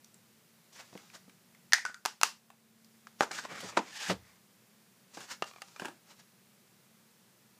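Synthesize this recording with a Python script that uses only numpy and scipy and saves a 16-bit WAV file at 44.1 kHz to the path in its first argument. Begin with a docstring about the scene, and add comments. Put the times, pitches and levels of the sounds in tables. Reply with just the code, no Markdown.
"""Make-up being sorted at a desk in a small, quiet room, heard close on one microphone on the desk.
A plastic tube and its cap are set down and a compact snaps shut twice; each clicks and rings briefly.
A wooden drawer is knocked, scrapes out with its contents rattling and thumps back against its stop;
then fingers rummage among jars and cases. Sleeves rustle between the moves, and some appliance hums
faintly and unsteadily under the microphone's hiss."""
import sys
import numpy as np
from scipy import signal
from scipy.fft import rfft, irfft, next_fast_len
from scipy.io import wavfile
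from scipy.ndimage import uniform_filter1d, minimum_filter1d, map_coordinates

SR = 44100
rng = np.random.default_rng(int(sys.argv[2]) if len(sys.argv) > 2 else 0)


def inscribe(sig):
    """Save sig as 16-bit PCM at rate SR to the path in sys.argv[1].

    A 1-D sig is mono; a 2-D sig holds one channel per row.
    Samples are clipped to [-1, 1] before scaling.
    """
    pcm = np.round(np.clip(np.atleast_2d(sig).T, -1, 1) * 32767)
    wavfile.write(sys.argv[1], SR, pcm.astype(np.int16))


N = 334763
TIME = np.arange(N) / SR
HIT_TIME = np.arange(2 ** 14) / SR
HIT_HZ = np.fft.rfftfreq(len(HIT_TIME), 1 / SR)
HIT_GAIN = np.sqrt(SR / 100)  # levels of hits and touches count their energy over 10 ms
TOP_HZ = 15480  # the recorder's band limit

# Room air and microphone hiss: frequency_hz, level_db
ROOM_TONE = [(25, -44), (69, -30), (113, -6.5), (220, -4.5), (288, -16.5), (348, -12), (719, -18),
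             (2410, -19.5), (2910, -21.5), (5120, -21.5), (15400, -25)]
# The room's reverberation: frequency_hz, t60_s
ROOM_DECAY = [(100, .3), (500, 0.22), (1500, 0.21), (6000, 0.24), (14000, 0.22)]
# The appliance's slow drift: time_s, pitch_hz
HUM_PITCH = [(.3, 224.8), (1.55, 233), (2.4, 225), (3.2, 222), (4.5, 209.3), (5.1, 225)]
# Its hum comes forward once: middle_s, length_s, rise_db
HUM_SWELL = (2.88, .85, 9.5)
# Light fingertip and nail touches: start_s, level_db, pitch_hz
TOUCHES = [(.045, -57, 5500), (.143, -59.5, 7380), (.976, -53, 1920), (1.101, -58, 2190),
           (1.296, -60, 1950), (1.548, -60.5, 1945), (2.503, -52, 1035), (2.846, -61.5, 4880)]
# Sleeves and fingers brushing past, and a short rattling scrape just after the desk knock:
# middle_s, length_s, scrape_db, hiss_db
RUSTLES = [(.8, .06, -48, -53), (.985, .41, -65.5, -62.5), (1.152, .036, -52, -51),
           (3.226, .028, -40, -34.5), (4.29, .15, -67, -68), (5.215, .11, -52, -52),
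           (5.32, .042, -42.5, -41.5), (5.475, .06, -55, -53), (5.69, .36, -66.5, -62),
           (5.83, .08, -51, -53), (6.105, .05, -56, -57), (6.195, .05, -63, -62)]
# A sleeve catching on the desk's edge: start_s, hiss_db
CATCHES = [(.722, -52), (5.135, -53)]
# The drawer comes out in tugs, then glides: start_s, length_s, scrape_db, hiss_db
TUGS = [(3.302, .094, -43, -41.3), (3.418, .032, -42, -47), (3.478, .219, -44.2, -48.2),
        (3.68, .23, -51.5, -60)]
# Containers chafing in the drawer: middle_s, length_s, level_db, pitch_hz
CHAFES = [(3.385, .045, -44, 1600), (3.452, .025, -44, 1000), (3.57, .08, -49, 1350),
          (4.04, .09, -47, 1730), (4.28, .13, -69, 2000), (5.315, .03, -48, 1400)]
# One shove sends it back, loudest at full speed: start_s, stop_s, scrape_db, hiss_db
SHOVE = (3.895, 4.115, -38, -38.5)
# Colours of the rustles, the drawer's wood each way, and their shared hiss: frequency_hz, level_db
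RUSTLE_SCRAPE = [(120, -19.5), (300, -3.5), (600, -0.5), (1150, 3), (1900, 1), (2700, -5), (5000, -27)]
PULL_SCRAPE = [(70, -22), (130, -5.5), (330, -6), (600, -7), (1300, -1.5), (2200, -4), (3500, -16.5),
               (6000, -52.5)]
PUSH_SCRAPE = [(100, -26), (600, -11), (850, 1), (1150, -8), (1750, 4), (2050, -3), (2450, -1.5),
               (3500, -11), (6000, -44)]
RUB_HISS = [(1500, -30.5), (2900, -5.5), (4800, 0.5), (7000, -1), (9500, -12.5), (15000, -24.5)]
# Contacts of each object: start_s, level_db, tilt_db_per_octave
PALM_HITS = [(.929, -54, -1.5), (.953, -44.5, -1.5), (1.28, -57, -3)]
TUBE_HITS = [(1.7225, -31, -0.5), (1.7335, -13.5, 1.5), (1.74, -26, 3), (1.7825, -35, -0.5)]
CAP_HITS = [(1.852, -28.5, -1), (1.862, -36, 0), (1.897, -45.5, -6), (1.944, -43, 1.5)]
COMPACT_HITS = [(2.0525, -29.5, -1), (2.059, -24.5, -0.9), (2.2138, -31.5, -1.5), (2.2327, -15.3, 0)]
DESK_KNOCK = [(3.2082, -19.5, .1)]
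DESK_TAPS_AND_RATTLES = [(3.07, -49, 5.5), (3.222, -32, 1), (3.2325, -31, 0), (3.311, -39.5, 1),
                         (3.315, -38, 7), (3.388, -38.5, 3), (3.4505, -41, 2)]
DRAWER_HITS = [(3.511, -44, 2), (3.604, -42.5, 6), (3.631, -42, -4.5), (3.647, -46.5, -0.5),
               (4.085, -37.5, -12.5)]
DRAWER_STOP = (4.0975, -26.7, 0.3)
BOX_HITS = [(3.769, -35, 4.5), (3.7725, -20, 1.5), (3.79, -31, 1)]
CLUTTER_HITS = [(5.172, -43.5, -1), (5.205, -49, 2), (5.797, -40, 1), (5.8195, -39, -2.5), (5.848, -41, -1),
                (5.855, -38, 0), (5.883, -45, 0)]
JAR_HITS = [(5.423, -29.5, 2), (5.442, -46, 4), (5.619, -42.5, 6.5)]
CASE_HITS = [(5.512, -55, 2.5), (5.536, -56, 2.5), (5.561, -53.5, 2.5), (5.584, -57.5, 2.5),
             (5.762, -49.5, 3.5)]
# Spectrum of each object's dense, quickly dying vibration: frequency_hz, level_db
PALM_BODY = [(60, -25), (190, 0), (450, 0), (1300, -19), (4000, -22), (12000, -45)]
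TUBE_BODY = [(120, -36), (580, -20), (780, -9), (1170, -11), (1870, 7.5), (2800, -13), (4950, -7),
             (6300, -10), (8000, -19), (15000, -37)]
CAP_BODY = [(200, -29), (700, -18), (1450, 3), (2200, -10), (3300, -17), (4600, -14), (7000, -12),
            (15000, -39.5)]
COMPACT_BODY = [(100, -38), (380, -12), (550, -12), (800, -1), (1330, 2), (2300, -3), (2750, 0), (3500, -5),
                (5200, 0), (8000, -7.5), (15000, -21.5)]
DESK_BODY = [(50, -24), (170, -13), (400, -1), (750, 1.5), (1600, -1.5), (2500, -14.5), (7500, -26),
             (15000, -60)]
DRAWER_BODY = [(45, -36), (90, -7), (180, -7.5), (300, 0), (550, 1), (1000, -7), (5000, -20.5),
               (15000, -45)]
BOX_BODY = [(41, -53.5), (269, 8), (618, -3), (947, 1.5), (1450, -7), (2080, -14), (6990, -26),
            (15000, -58)]
CLUTTER_BODY = [(70, -24), (170, 1), (800, 1), (1580, -.5), (2100, -9), (2750, -3), (3600, -12),
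                (8700, -16), (15000, -31)]
JAR_BODY = [(71, -49.5), (120, -8.5), (770, 2), (2400, -13), (6550, -23), (15000, -49)]
# Ringing modes of each object: pitch_hz, level_db, t60_s
DESK_MODES = [(424, -23.5, 0.062), (762, -11, .06), (1148, -13.5, 0.039)]
TUBE_MODES = [(1840, -9, .08), (1925, -13, 0.25), (4957, -19, .08), (6040, -20, .12)]
CAP_MODES = [(1400, -27, 0.09), (1486, -6.5, 0.042), (4700, -21, .02)]
COMPACT_MODES = [(885, -16, .045), (1325, -13, .022), (2675, -17, .01)]
DRAWER_MODES = [(81.3, -27, .5), (113, -17, .28), (184, -12, .15)]
BOX_MODES = [(185, -21, 0.51), (277.5, -17, .06), (965.5, 1, 0.026), (1760, -15.5, 0.051),
             (2440, -9, 0.017)]
CLUTTER_MODES = [(340, -14, .021), (800, -16, .03), (1580, -12, 0.025)]
JAR_MODES = [(795, -8, 0.065), (1222, -6, 0.035), (1820, -14, .03), (2780, -8, 0.034)]
CASE_MODES = [(1195, -3, .03), (2380, -6, .03)]


def amp(db):
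    """Decibels to gain."""
    return 10 ** (np.asarray(db) / 20)


def unit_rms(x):
    """Scaled to rms 1."""
    return x / np.sqrt(np.mean(x ** 2) + 1e-20)


def unit_energy(x):
    """Scaled to energy 1."""
    return x / np.linalg.norm(x)


def fade(t, t60):
    """A decay of 60 dB in t60 seconds."""
    return np.exp(-np.log(1000) * t / t60)


def along(points, hz):
    """(frequency_hz, value) points read on a log axis."""
    knots_hz, values = np.transpose(points)
    return np.interp(np.log(hz + 1), np.log(knots_hz + 1), values)


def wobble(rate):
    """A smooth random curve, rate knots a second."""
    return map_coordinates(rng.standard_normal(int(N * rate / SR) + 4), [TIME * rate])


def filtered(x, gain):
    """x times a gain that depends on frequency."""
    size = next_fast_len(N + SR // 2)
    return irfft(rfft(x, size) * gain(np.fft.rfftfreq(size, 1 / SR)), size)[:N]


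def coloured(x, spectrum):
    """x shaped by a spectrum, at rms 1."""
    return unit_rms(filtered(x, lambda hz: amp(along(spectrum, hz))))


def room_tone():
    """The quiet room's air and the microphone's hiss: steady coloured noise."""
    return amp(-64.5) * coloured(rng.standard_normal(N), ROOM_TONE)


def appliance(hum_db=-76, drone_db=-79, drone_hz=188):
    """In the background, a wandering hum that swells once, over a fainter, lower drone."""
    def tone(hz):
        return np.sqrt(2) * np.sin(2 * np.pi * np.cumsum(hz) / SR)

    hum_hz = np.interp(TIME, *np.transpose(HUM_PITCH))
    middle, length, rise_db = HUM_SWELL
    swell_db = rise_db * np.exp(-(2 * (TIME - middle) / length) ** 2)
    hum = amp(hum_db + swell_db + wobble(6)) * tone(hum_hz + 1.4 * wobble(4.2))
    drone = amp(drone_db + 3.7 * wobble(4)) * tone(drone_hz + 3 * wobble(4.7))
    return hum + drone


def room_tail(build_up_s=.005):
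    """The walls' diffuse answer, of energy 1; each frequency dies at its own speed."""
    hz, t, spectra = signal.stft(rng.standard_normal(len(HIT_TIME)), SR, nperseg=256)
    decay = fade(t, along(ROOM_DECAY, hz)[:, None])
    tail = signal.istft(spectra * decay, SR)[1][:len(HIT_TIME)]
    return unit_energy(tail * (1 - np.exp(-(HIT_TIME / build_up_s) ** 2)))


def in_room(direct, room_db):
    """The direct sound at the microphone, plus the walls' answer."""
    return direct + amp(room_db) * signal.fftconvolve(direct, room_tail())[:N]


def add(track, start, sound):
    """Mix a sound into a track from start seconds on."""
    part = track[max(round(start * SR), 0):][:len(sound)]
    part += sound[:len(part)]


def touches(q=4, t60=.016):
    """Each light touch excites one broad resonance of some small case."""
    track = np.zeros(N)
    for start, db, pitch in TOUCHES:
        resonance = 1j * HIT_HZ / (pitch ** 2 - HIT_HZ ** 2 + 1j * HIT_HZ * pitch / q)
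        force = rng.standard_normal(len(HIT_TIME)) * fade(HIT_TIME, t60)
        tick = unit_energy(irfft(rfft(force) * resonance))
        add(track, start, amp(db) * HIT_GAIN * tick)
    return in_room(track, room_db=-9)


def shifting(x, depth_db):
    """Resonances that come and go as the point of contact travels."""
    spectra = signal.stft(x, nperseg=1024)[2]
    patches = uniform_filter1d(rng.standard_normal(spectra.shape), size=5, axis=0)
    patches = unit_rms(uniform_filter1d(patches, size=6, axis=1))
    return unit_rms(signal.istft(spectra * amp(depth_db * patches))[1][:N])


def rub(strokes, colour, slips_per_s, uneven_db, room_db, slip_db=-6, trim_db=-2.55):
    """Friction: tiny slips over fine hiss, under uneven pressure; strokes are relative to trim_db."""
    scrape_gain, hiss_gain = np.linalg.norm(strokes, axis=0)
    pressure = unit_rms(amp(uneven_db * wobble(70)))
    slips = unit_rms((rng.random(N) < slips_per_s / SR) * rng.laplace(size=N))
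    grit = unit_rms(amp(slip_db) * slips + rng.standard_normal(N))
    scrape = scrape_gain * coloured(shifting(grit, depth_db=2.2), colour)
    hiss = hiss_gain * coloured(shifting(grit, depth_db=1.2), RUB_HISS)
    return amp(trim_db) * in_room(pressure * (scrape + hiss), room_db)


def arch(middle, length, edge_db=8, roundness=1.45):
    """The gain of a passing contact, which swells and falls around its middle."""
    return amp(-edge_db * np.abs(2 * (TIME - middle) / length) ** roundness)


def rustles(catch_attack_s=.008, catch_t60=.45):
    """Sleeves and fingers brush past, cloth catches twice, and a rattling scrape follows the knock."""
    strokes = [amp([[scrape_db], [hiss_db]]) * arch(middle, length)
               for middle, length, scrape_db, hiss_db in RUSTLES]
    for start, hiss_db in CATCHES:
        t = np.maximum(TIME - start, 0)
        catch = np.minimum(t / catch_attack_s, 1) * fade(t, catch_t60)
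        strokes.append(amp([[hiss_db - 7], [hiss_db]]) * catch)
    return rub(strokes, RUSTLE_SCRAPE, slips_per_s=700, uneven_db=2, room_db=-11, slip_db=-9)


def causal(gain):
    """The minimum-phase response with this gain: all of it follows the blow."""
    cepstrum = irfft(np.log(np.maximum(gain, 1e-6)))
    half = len(cepstrum) // 2
    cepstrum[1:half] *= 2
    cepstrum[half + 1:] = 0
    return np.exp(rfft(cepstrum))


def ringing(hz, t60):
    """A mode of energy 1; loose, rattling contact makes its phase stray and blurs its pitch."""
    blur_hz = 3 + .018 * hz
    stray = np.cumsum(rng.standard_normal(len(HIT_TIME))) * np.sqrt(2 * np.pi * blur_hz / SR)
    wave = np.sin(2 * np.pi * (hz * HIT_TIME + rng.random()) + stray)
    envelope = fade(HIT_TIME, t60) * (1 - np.exp(-hz * HIT_TIME))
    edges_hz = [hz / np.sqrt(2), min(hz * np.sqrt(2), TOP_HZ)]
    band = signal.butter(1, edges_hz, "band", fs=SR, output="sos")
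    return unit_energy(signal.sosfilt(band, wave * envelope))


def strike(hits, body, modes, chatter_db, chatter_t60, ring_db, room_db):
    """Each contact is a sharp push and brief chatter through the body; modes ring, the room answers."""
    def octaves(hz):
        return np.log2(np.clip(hz, 250, 10000) / 1500)

    track, size = np.zeros(N), len(HIT_TIME)
    for start, db, tilt in hits:
        force = amp(chatter_db) * unit_energy(rng.standard_normal(size) * fade(HIT_TIME, chatter_t60))
        force[0] += 1  # the push
        # Harder, smaller contacts tilt the whole sound towards the treble.
        colour = causal(amp(along(body, HIT_HZ) + tilt * octaves(HIT_HZ)))
        click = unit_energy(irfft(rfft(force) * colour))
        ring = sum(amp(ring_db + mode_db + tilt * octaves(hz) / 2 + rng.normal(0, 1)) * ringing(hz, t60)
                   for hz, mode_db, t60 in modes)
        # The walls gather sound from all sides, so their answer has the object's smooth overall colour.
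        echo = signal.fftconvolve(unit_energy(irfft(colour)) + ring, room_tail())[:size]
        at_microphone = unit_energy(click + ring) + amp(room_db) * unit_energy(echo)
        add(track, start, amp(db) * HIT_GAIN * at_microphone)
    return track


def palm():
    """A palm bumps the desk softly and stirs its modes."""
    return strike(PALM_HITS, PALM_BODY, DESK_MODES,
                  chatter_db=8, chatter_t60=.03, ring_db=-3, room_db=-9)


def tube_and_cap():
    """The plastic tube clatters onto the desk near the microphone, then its cap."""
    tube = strike(TUBE_HITS, TUBE_BODY, TUBE_MODES,
                  chatter_db=8, chatter_t60=.01, ring_db=-4, room_db=-9)
    cap = strike(CAP_HITS, CAP_BODY, CAP_MODES,
                 chatter_db=5, chatter_t60=.012, ring_db=5, room_db=-7.5)
    return tube + cap


def compact():
    """The compact's catch ticks, then snaps, twice over."""
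    return strike(COMPACT_HITS, COMPACT_BODY, COMPACT_MODES,
                  chatter_db=7, chatter_t60=.011, ring_db=-2, room_db=-11)


def knock_and_rattle():
    """A faint tap on the desk, then one hard knock and its rebounds, then the drawer rattling as it is pulled."""
    knock = strike(DESK_KNOCK, DESK_BODY, DESK_MODES,
                   chatter_db=-5, chatter_t60=.04, ring_db=-6, room_db=-12)
    rattle = strike(DESK_TAPS_AND_RATTLES, DESK_BODY, DESK_MODES,
                    chatter_db=6.5, chatter_t60=.025, ring_db=-6, room_db=-12.5)
    return knock + rattle


def drawer_pull(attack_s=.045, release_t60=.11, brighten_db_per_s=31):
    """The drawer rubs out along its rails; within each tug the hiss grows and the scrape fades."""
    strokes = []
    for start, length, scrape_db, hiss_db in TUGS:
        t = TIME - start
        grip = np.clip(t / attack_s, 0, 1) * fade(np.maximum(t - length, 0), release_t60)
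        bright_db = brighten_db_per_s * (np.clip(t, 0, length) - length / 2)
        strokes.append(grip * amp([scrape_db - bright_db, hiss_db + bright_db]))
    return rub(strokes, PULL_SCRAPE, slips_per_s=2500, uneven_db=1.6, room_db=-9.5)


def chafing(q=4, uneven_db=3):
    """Loose containers rub together in fits, each sounding one hollow resonance."""
    track = np.zeros(N)
    for middle, length, db, pitch in CHAFES:
        peak = signal.iirpeak(pitch, q, fs=SR)
        note = signal.lfilter(*peak, signal.lfilter(*peak, rng.standard_normal(N)))
        track += amp(db) * arch(middle, length) * unit_rms(note)
    track *= unit_rms(amp(uneven_db * wobble(120)))
    return in_room(track, room_db=-10)


def drawer_bumps(gap_s=.0053, loss_db=4.5, brighten_db_per_octave=1.2):
    """The drawer bumps dully, then hits its stop and rebounds twice, weaker and brighter each time."""
    start, db, tilt = DRAWER_STOP
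    stop_hits = [(start + k * gap_s, db - loss_db * k ** .5, tilt + brighten_db_per_octave * k ** .5)
                 for k in range(3)]
    return strike(list(DRAWER_HITS) + stop_hits, DRAWER_BODY, DRAWER_MODES,
                  chatter_db=11.5, chatter_t60=.089, ring_db=.5, room_db=-12.5)


def toppling_box():
    """A box falls over in the drawer in three quick contacts."""
    return strike(BOX_HITS, BOX_BODY, BOX_MODES,
                  chatter_db=11, chatter_t60=.052, ring_db=-4.5, room_db=-14)


def drawer_push(growth=.8, release_t60=.09):
    """The closing drawer speeds up evenly, rubbing ever louder until it meets its stop."""
    start, stop, scrape_db, hiss_db = SHOVE
    speed = np.clip((TIME - start) / (stop - start), 0, 1)
    envelope = speed ** growth * fade(np.maximum(TIME - stop, 0), release_t60)
    stroke = amp([[scrape_db], [hiss_db]]) * envelope
    return rub([stroke], PUSH_SCRAPE, slips_per_s=2500, uneven_db=2, room_db=-22)


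def rummaging():
    """Hands jostle the containers; a jar is knocked and a small case rocks."""
    clutter = strike(CLUTTER_HITS, CLUTTER_BODY, CLUTTER_MODES,
                     chatter_db=18, chatter_t60=.029, ring_db=3.5, room_db=-6)
    jar = strike(JAR_HITS, JAR_BODY, JAR_MODES,
                 chatter_db=9, chatter_t60=.022, ring_db=0, room_db=-14)
    case = strike(CASE_HITS, JAR_BODY, CASE_MODES,
                  chatter_db=8, chatter_t60=.014, ring_db=1, room_db=-11)
    return clutter + jar + case


def scene():
    """Everything at one microphone on the desk, in mono."""
    background = room_tone() + appliance()
    desk = touches() + rustles() + palm() + tube_and_cap() + compact() + knock_and_rattle()
    drawer = drawer_pull() + chafing() + drawer_bumps() + toppling_box() + drawer_push()
    return (background + desk + drawer + rummaging())[None]


def gain_control(x, threshold=.55, depth_db=-3, hold_s=.5, release_s=.2):
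    """A loud peak turns the recorder's gain down at once; it stays down a while, then creeps back."""
    needed = np.clip(threshold / (np.abs(x) + 1e-9), amp(depth_db), 1)
    half_hold, half_release = int(hold_s * SR / 2), int(release_s * SR / 2)
    held = minimum_filter1d(needed, 2 * half_hold + 1, origin=half_hold)
    eased = uniform_filter1d(held, 2 * half_release + 1, origin=half_release)
    return x * np.minimum(held, eased)


def record(dry, low_cut_hz=52, ceiling=.75):
    """The recorder sheds deep bass, ducks after loud clicks, rounds their peaks and cuts the top end."""
    low_cut = signal.butter(2, low_cut_hz, "high", fs=SR, output="sos")
    ducked = gain_control(signal.sosfilt(low_cut, dry[0]))
    rounded = ducked / (1 + (ducked / ceiling) ** 6) ** (1 / 6)
    return filtered(rounded, lambda hz: (hz < TOP_HZ) * hz / np.hypot(hz, low_cut_hz))[None]


dry = scene()
out = record(dry)
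inscribe(out)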